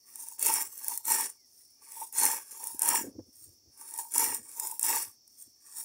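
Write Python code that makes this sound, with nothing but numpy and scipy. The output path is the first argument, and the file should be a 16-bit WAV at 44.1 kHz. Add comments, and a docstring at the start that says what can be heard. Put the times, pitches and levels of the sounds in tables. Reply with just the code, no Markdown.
"""Hand stone over dry peas

A hand stone is pushed and dragged over dry peas on a flat stone in an open yard, close to the microphone.
Clumped noise impacts are the crackling grit; they drive resonances, the dull ring of the stones.
Short noise bursts are splitting peas; soft grit swells are a hand sweeping loose peas back.
Filtered noise gives far air, hissing insects and gusts; gliding sines give a faint bird."""
import sys
import numpy as np
from scipy import signal
from scipy.io import wavfile
from scipy.ndimage import uniform_filter1d

SR = 44100
rng = np.random.default_rng(int(sys.argv[2]) if len(sys.argv) > 2 else 0)


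def invert_db(level):
    """Linear amplitude ratio for a level in decibels (20 dB per decade), elementwise."""
    return 10 ** (np.asarray(level, dtype=float) / 20)


def output_pcm(signal):
    """Save a mono or channel-first signal as 16-bit PCM at the path in sys.argv[1].

    Samples are clipped to [-1, 1] before scaling.
    """
    pcm = np.clip(np.atleast_2d(signal).T, -1, 1) * 32767
    wavfile.write(sys.argv[1], SR, np.round(pcm).astype(np.int16))


N = 257544  # samples

# resonances of the hand stone, low then upper ring: (f/Hz, width/Hz, level/dB)
HAND_STONE_MODES = [(913, 110, 3), (1154, 110, -2.5)]
# resonances of the flat stone under weight: (f/Hz, width/Hz, level/dB)
FLAT_STONE_MODES = [(104, 37, -35), (270, 76, -6), (445.4, 230, -5), (1303, 310, -6.5), (1669, 480, -4.5),
                    (1880, 200, -2.5), (2227, 320, -6), (2634, 820, -8), (3383, 390, -16.5),
                    (4240, 170, -15.5), (5350, 240, 1), (5750, 330, -1.5)]


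def evened(x):
    """Normalisation by mean power: scales to rms 1."""
    return x / np.sqrt(np.mean(x ** 2) + 1e-20)


def read(points, hz):
    """Spectral envelope: straight lines between points on a log-frequency axis."""
    f, value = np.transpose(points)
    return np.interp(np.log(hz + 1), np.log(f + 1), value)


def peaks(modes, hz):
    """Resonance: bells, each at half its peak gain half a width off centre, summed in power."""
    power = sum(invert_db(2 * db) / (1 + (2 * (hz - f) / width) ** 2) ** 2 for f, width, db in modes)
    return np.sqrt(power)


def colour(x, gain_at):
    """Minimum-phase filtering: the phase is the Hilbert transform of the log gain."""
    hz = abs(np.fft.fftfreq(8192, 1 / SR))
    log_gain = np.log(gain_at(hz) + 1e-5)
    response = np.exp(np.conj(signal.hilbert(log_gain)))
    taps = np.fft.ifft(response).real[:4096]
    return signal.oaconvolve(x, taps)[:N]


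def slow(hz):
    """Low-pass random process: smooth chance of rms 1, changing about hz times a second."""
    lowpass = signal.butter(2, hz, fs=SR, output="sos")
    return evened(signal.sosfilt(lowpass, rng.standard_normal(N)))


def yard():
    """Stationary noise shaped by spectrum: open air, and narrow insect bands of wavering level."""
    # spectrum of the air before its level is set: (f/Hz, relative density/dB)
    air_spectrum = [(15, -41.5), (25, 10.5), (43, -9), (87, -3), (153, -7.5), (217, -4.5), (335, -6.5),
                    (575, -14.5), (818, -14.5), (1400, -25), (3820, -19.5), (5570, 7.5), (6920, -12),
                    (9070, -23.5), (16000, -10)]
    # insect bands: (f/Hz, width/Hz, mean level/dB)
    insect_bands = [(4585, 220, -78), (5430, 270, -73)]
    air = evened(colour(rng.standard_normal(N), lambda hz: invert_db(read(air_spectrum, hz))))
    out = air * invert_db(-64 + 0.62 * slow(3.4))
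    for f, width, db in insect_bands:
        band = colour(rng.standard_normal(N), lambda hz: peaks([(f, width, 0)], hz))
        out += evened(band) * invert_db(db + 1.0 * slow(45))
    return out


def tent(s, rise_s, fall_s, drop_db):
    """Exponential growth and decay: dB climb straight to 0 at s, from drop_db a rise before, then fall."""
    t = np.arange(N) / SR - s
    return drop_db * np.maximum(-t / rise_s, t / fall_s)


def push_moves():
    """Loading by weight: each push swells and dies alike, ring and slab building as the peas flatten."""
    # heavy pushes away from the body; ring and slab levels are above the grit, before the changes below:
    # (start t/s, length/s, loudest grit level/dB, low ring level/dB, slab level/dB)
    push_table = [(0.382, 0.31, -23, -15, -12), (1.043, 0.28, -22.5, -12.5, -12),
                  (2.123, 0.32, -24, -14, -10.5), (2.789, 0.29, -25.5, -8.5, -9.5),
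                  (4.107, 0.32, -24.5, -13, -11.5), (4.801, 0.3, -23.5, -16, -13)]
    # swell of every push: (share of its length, level/dB)
    push_shape = [(0, -23), (.05, -17), (.15, -5), (.36, 0), (.74, -8), (.9, -21), (1.0, -30.5),
                  (1.35, -61)]
    # changes at (start, middle, end), dB
    low_change, upper_change, slab_change = (-7, .1, -7.5), (-31, -20, -18), (-5, 0.2, -1)
    t, moves = np.arange(N) / SR, []
    share, shape_db = np.transpose(push_shape)
    for s, length, db, low_db, slab_db in push_table:
        u = (t - s) / length
        grit_db = db + np.interp(u, share, shape_db, -np.inf, -np.inf)
        low, upper, slab = (np.interp(u, (.1, .4, .95), c) for c in (low_change, upper_change, slab_change))
        moves.append((grit_db, [low + low_db, upper, slab + slab_db]))
    return moves


def drag_moves():
    """Sliding, then rolling contact: a drag slides on the upper ring, then rolls on the low one."""
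    # light drags back; the ring level is above the grit, before the changes below:
    # (start t/s, rolling t/s, stop t/s, grit level setting off/dB, loudest rolling/dB, low ring level/dB)
    drag_table = [(0.052, 0.123, 0.4, -51.5, -43.5, -18.5), (0.691, .85, 1.016, -48.5, -31, -16.5),
                  (1.802, 1.954, 2.11, -52.5, -38.5, -12), (2.439, 2.588, 2.806, -50.5, -37.5, -13.5),
                  (3.754, 3.922, 4.088, -51.5, -35.5, -9), (4.406, 4.559, 4.788, -50.5, -35, -13.5),
                  (5.622, 5.728, 5.9, -52.5, -36, -20)]
    # changes at (sliding, rolling, stop), dB
    low_change, upper_change, slab_change = (-11, .1, -3.5), (-19, -27, -34), (-15.5, -19.5, -24)
    set_off_s, swell_s, stop_s = 0.04, 0.071, 0.066  # setting off, rolling to loudest, stopping
    edge_s, switch_s = 0.07, 0.034  # fade beyond both ends, half the change from slide to roll
    slide_db_per_s, sag_db, rest_db = 51, -5, -12.5  # swell in the slide, sag after loudest, fall at rest
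    t, moves = np.arange(N) / SR, []
    for s, roll, stop, first_db, db, low_db in drag_table:
        slid_db = first_db + slide_db_per_s * (roll - s - set_off_s)
        end_db = db + sag_db + rest_db
        at = (s - edge_s, s, s + set_off_s, roll, roll + swell_s, stop - stop_s, stop, stop + edge_s)
        level = (first_db + 2 * rest_db, first_db + rest_db, first_db, slid_db,
                 db, db + sag_db, end_db, end_db + rest_db)
        grit_db = np.interp(t, at, level, -np.inf, -np.inf)
        phases = (roll - switch_s, roll + switch_s, stop)
        changes = (np.add(low_change, low_db), upper_change, slab_change)
        moves.append((grit_db, [np.interp(t, phases, c) for c in changes]))
    return moves


def sweep_moves():
    """Light contact: a hand sweeps loose peas back, so grit swells and the stones hardly sound."""
    # sweeps, 23.5 dB down a rise before or a fall after: (loudest t/s, grit level/dB, rise/s, fall/s)
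    sweep_table = [(1.603, -55, 0.25, 0.29), (3.442, -52, 0.23, .18), (5.413, -51, 0.14, 0.13)]
    body_db = (-41.5, -59, -24)  # low ring, upper ring, slab above the grit
    return [(db + tent(s, rise_s, fall_s, -23.5), body_db) for s, db, rise_s, fall_s in sweep_table]


def strokes():
    """Incoherent addition: gains of grit, low ring, upper ring and slab, summed in power over movements."""
    moves = push_moves() + drag_moves() + sweep_moves()
    power = sum(np.array([invert_db(2 * (grit_db + above)) for above in (0, *body_db)]) for grit_db, body_db in moves)
    return np.sqrt(power)


def grains(per_s, spread_db, length_s, tail_db, clump_db, clump_hz):
    """Shot noise: clumped impacts of uneven size, each a noise burst with a weak scattered tail."""
    hit = rng.random(N) < per_s / SR
    size = invert_db(spread_db * np.minimum(rng.exponential(1, N), 4.5)) * hit
    t = np.arange(2500) / SR
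    burst = np.exp(-t / length_s) + invert_db(tail_db) * np.exp(-t / 0.095)
    clumped = size * invert_db(clump_db * slow(clump_hz))
    power = signal.oaconvolve(clumped ** 2, burst ** 2)[:N]
    return evened(np.sqrt(abs(power)) * rng.standard_normal(N))


def grit_gain(hz):
    """Spectral colour of grit at the microphone: a broad slope and resonances, summed in power."""
    # broad slope: (f/Hz, level/dB)
    grit_slope = [(700, -49), (2500, -45.5), (4000, -21), (4900, -26.5), (6500, -11.5), (9500, -2.5),
                  (13000, -11.5), (15800, -8)]
    # resonances: (f/Hz, width/Hz, level/dB)
    grit_modes = [(5650, 2270, -13), (7350, 830, -8.5), (8900, 440, -1.5), (10370, 220, -19.5),
                  (12600, 310, -23.5), (14270, 1400, -7)]
    return np.hypot(invert_db(read(grit_slope, hz)), peaks(grit_modes, hz))


def shifting(x, depth_db):
    """Interference: echoes between stones, hands and ground give narrow, randomly drifting peaks and dips."""
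    z = signal.stft(x, nperseg=512, noverlap=384)[2]
    field = uniform_filter1d(rng.standard_normal(z.shape), size=2, axis=0)
    for _ in range(2):  # smooth in time
        field = uniform_filter1d(field, size=40, axis=1)
    z = z * invert_db(depth_db * evened(field))
    return evened(signal.istft(z, nperseg=512, noverlap=384)[1][:N])


def grinding(grit, low, upper, weight):
    """Forced vibration: grit crackles under the stone, rings it and, under weight, shakes the slab."""
    crackle = grains(per_s=2800, spread_db=3.0, length_s=0.00083, tail_db=-21.5, clump_db=2.5, clump_hz=22.5)
    bumps = grains(per_s=810, spread_db=2.5, length_s=0.0011, tail_db=-22.5, clump_db=3.5, clump_hz=36.6)
    force = evened(bumps + crackle)  # the stones feel both the peas rolling and the grit
    flutter = force * invert_db(4.1 * slow(35))  # contact comes and goes as peas pass under
    rings = np.zeros(N)
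    for mode, gain in zip(HAND_STONE_MODES, (low, upper)):
        ring = evened(colour(flutter, lambda hz: peaks([mode], hz)))
        rings += ring * invert_db(mode[2]) * gain
    slab = shifting(colour(force, lambda hz: peaks(FLAT_STONE_MODES, hz)), depth_db=3.0)
    coloured_grit = shifting(colour(crackle, grit_gain), depth_db=5.0)
    return grit * coloured_grit + rings + slab * weight


def snap(z, top_db, ms):
    """Impulsive fracture: a pea snaps in a millisecond or two and leaves a weak rattling tail; peak 1."""
    t = np.arange(len(z)) / SR
    onset = np.minimum(t / 0.00043, 1)
    burst = z * (np.exp(-1000 * t / ms) + 0.23 * np.exp(-t / 0.0034)) * onset

    def gain(hz):
        treble_db = (top_db + 4.5) / (1 + np.exp((12000 - hz) / 600))
        low_cut_db = 11 / (1 + (hz / 6500) ** 8)
        stones = invert_db(-26.5) * peaks(FLAT_STONE_MODES + HAND_STONE_MODES, hz)
        return grit_gain(hz) * invert_db(treble_db - low_cut_db) + stones

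    burst = colour(burst, gain)[:len(t)]
    return burst / abs(burst).max()


def cracks(grit):
    """Sudden release of strain: loud splits at set moments, smaller ones at random where grit sounds."""
    # loud splits; the treble shelf above 12 kHz lifts 4.5 dB more than its setting:
    # (t/s, peak level/dB, treble setting/dB, decay/ms)
    crack_table = [(0.157, -23.5, -3, 1.1), (0.2229, -29, -7, 1.3), (0.2853, -24.5, -8.5, 1.3),
                   (0.394, -17, -7, 1.7), (0.4262, -9, -9, 2.3), (0.4665, -6, -8, 1),
                   (0.539, -7.5, -10, 0.93), (0.623, -13.5, 0, 1.3), (0.778, -25, -8, 1.3),
                   (0.845, -19, 1, 1.6), (0.882, -13.5, -3, 1.5), (0.9756, -15.5, -3.5, 2.8),
                   (1.053, -22.5, -14, 1.6), (1.1192, -8.5, -13, 1.3), (1.1488, -12, -9, 1.3),
                   (1.2085, -10, -2, 1.3), (1.3004, -28.5, -13, 1), (1.484, -55, -14, 1.1),
                   (2.126, -22.5, -4, 1.6), (2.1847, -11.5, -23, 1.3), (2.1986, -12.5, -11, 1.5),
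                   (2.2535, -6.5, -9, 1.3), (2.6406, -19, -5, 1.5), (2.671, -18, -7, 1.6),
                   (2.7664, -34, -10, 1.3), (2.7932, -14.5, -8, 1.7), (2.8193, -8.5, -8, 1.2),
                   (2.831, -14, -10, 2), (2.8887, -4.5, -7.5, 1.3), (2.95, -13.5, -10, 1.3),
                   (3.909, -29, -6, 1.3), (3.9385, -24.5, -11, 1.4), (3.9772, -21.5, -3, 1.9),
                   (4.12, -24, -9, 1.1), (4.139, -14.5, -11, 1.3), (4.1806, -6.5, -8, 1.5),
                   (4.2634, -21.5, -8, 1.2), (4.3462, -15.5, -16, 1.1), (4.598, -13.5, -9, 1.3),
                   (4.7134, -20, -13, 1.5), (4.7944, -14, -11, 1.9), (4.812, -20, -8, 1.1),
                   (4.8292, -10.5, -16, 1.3), (4.8646, -12, -10, 1), (4.8844, -15, -1, 1.1),
                   (4.9604, -14, -4, 1.5), (5.2773, -41, -8, 1.3), (5.7838, -21.5, 0, 1.8)]
    out = np.zeros(N + 1500)
    above_db = 1 + 3.5 * np.minimum(rng.exponential(1, N), 4)  # peak of small splits above the grit gain
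    size = grit * invert_db(above_db) * (rng.random(N) < 45 / SR)  # 45 draws a second
    kind = rng.integers(0, 12, N)
    for k in range(12):
        top_db, ms = rng.uniform(-17.5, 0.5), rng.uniform(0.55, 2.9)
        small = snap(rng.standard_normal(1500), top_db, ms)
        out[:N] += signal.oaconvolve(size * (kind == k), small)[:N]
    for s, db, top_db, ms in crack_table:
        out[round(s * SR):][:1500] += invert_db(db) * snap(rng.standard_normal(1500), top_db, ms)
    return out[:N]


def wind():
    """Turbulent pressure: lumpy low buffeting of air on the microphone port, and single thumping puffs."""
    # gusts, 22 dB down a rise before or a fall after:
    # (loudest t/s, rise/s, fall/s, upper level/dB, deep level/dB)
    gust_table = [(.57, .12, .12, -54, -63), (1.1, .3, .2, -79, -72), (2.754, .05, .03, -70, -61.5),
                  (2.95, .15, 0.13, -55, -71.5), (3.05, .07, 0.098, -39, -56.5),
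                  (3.19, .08, 0.044, -48.5, -51), (3.292, .05, 0.025, -61.5, -58),
                  (3.5, .15, 0.094, -66.5, -60.5), (3.686, .1, 0.068, -69, -64),
                  (4.29, .06, 0.22, -53, -60.5), (4.42, .1, 0.13, -72, -63), (5.08, .06, 0.037, -58, -58),
                  (5.468, .03, 0.038, -82.5, -67.5)]
    # buffeting resonances, upper list then deep list, each scaled to rms 1: (f/Hz, width/Hz, level/dB)
    buffet_modes = [
        [(270, 180, 1.5), (473, 210, -10)],
        [(104.4, 90, -4.5)],
    ]
    # puffs: (t/s, level/dB of the sine before its bell envelope, f/Hz)
    puff_table = [(2.748, -43, 298), (3.014, -34.5, 300), (3.052, -35.5, 330), (3.086, -38, 280),
                  (3.165, -42, 270), (3.188, -34.5, 270), (3.288, -53.5, 234), (4.4, -51, 197),
                  (5.479, -56.5, 270)]
    t, out = np.arange(N) / SR, np.zeros(N)
    lumps = rng.standard_normal(N) * invert_db(3.5 * slow(27))
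    upper, deep = (evened(colour(lumps, lambda hz: peaks(modes, hz))) for modes in buffet_modes)
    for s, rise_s, fall_s, db, deep_db in gust_table:
        out += invert_db(tent(s, rise_s, fall_s, -22)) * (invert_db(db) * upper + invert_db(deep_db) * deep)
    for s, db, hz in puff_table:
        bell = np.exp(-((t - s) * hz / 0.88) ** 2)
        out += invert_db(db) * bell * np.sin(2 * np.pi * hz * (t - s))
    return out


def bird():
    """Frequency modulation: faint whistles, sines whose phase sums a straight glide in frequency."""
    # notes: (start t/s, length/s, first f/Hz, last f/Hz, peak level/dB)
    note_table = [(1.36, 0.11, 2330, 1880, -80), (1.66, 0.15, 2030, 2510, -88)]
    out = np.zeros(N)
    for s, length, first_hz, last_hz, db in note_table:
        hz = np.linspace(first_hz, last_hz, round(length * SR))
        tone = np.sin(2 * np.pi * np.cumsum(hz) / SR) * signal.windows.tukey(len(hz), .4)
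        out[round(s * SR):][:len(hz)] += invert_db(db) * tone
    return out


def scene():
    """Superposition: the yard, the stones and peas close by, the wind and the bird add linearly."""
    gains = strokes()
    return (yard() + grinding(*gains) + cracks(gains[0]) + wind() + bird())[None]


def band_limit(x):
    """A steep low-pass at the top of the band."""
    return signal.sosfilt(signal.butter(12, 16810, fs=SR, output="sos"), x)


def record(dry):
    """Filtering and band limits: fixed narrow spectral dips, the microphone's bass loss, a treble limit."""
    # fixed narrow dips in the spectrum of the whole sound: centre f/Hz
    dip_hz = [165, 1440, 3030, 3990, 4750]
    # the same narrow dips in order: (width/Hz, depth/dB)
    dip_shapes = [(39.5, 14.5), (88, 7), (114, 11), (108.5, 14.5), (149, 9.5)]

    def dips(hz):
        return invert_db(-sum(db / (1 + (2 * (hz - f) / width) ** 2) for f, (width, db) in zip(dip_hz, dip_shapes)))

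    bass = signal.butter(3, 72, "high", fs=SR, output="sos")
    edge = signal.firwin(801, 15760, window=("kaiser", 7), fs=SR)
    x = signal.sosfilt(bass, colour(dry[0], dips))
    mix = signal.oaconvolve(x, edge, "same")[None]
    return band_limit(mix)


dry = scene()
out = record(dry)
output_pcm(out)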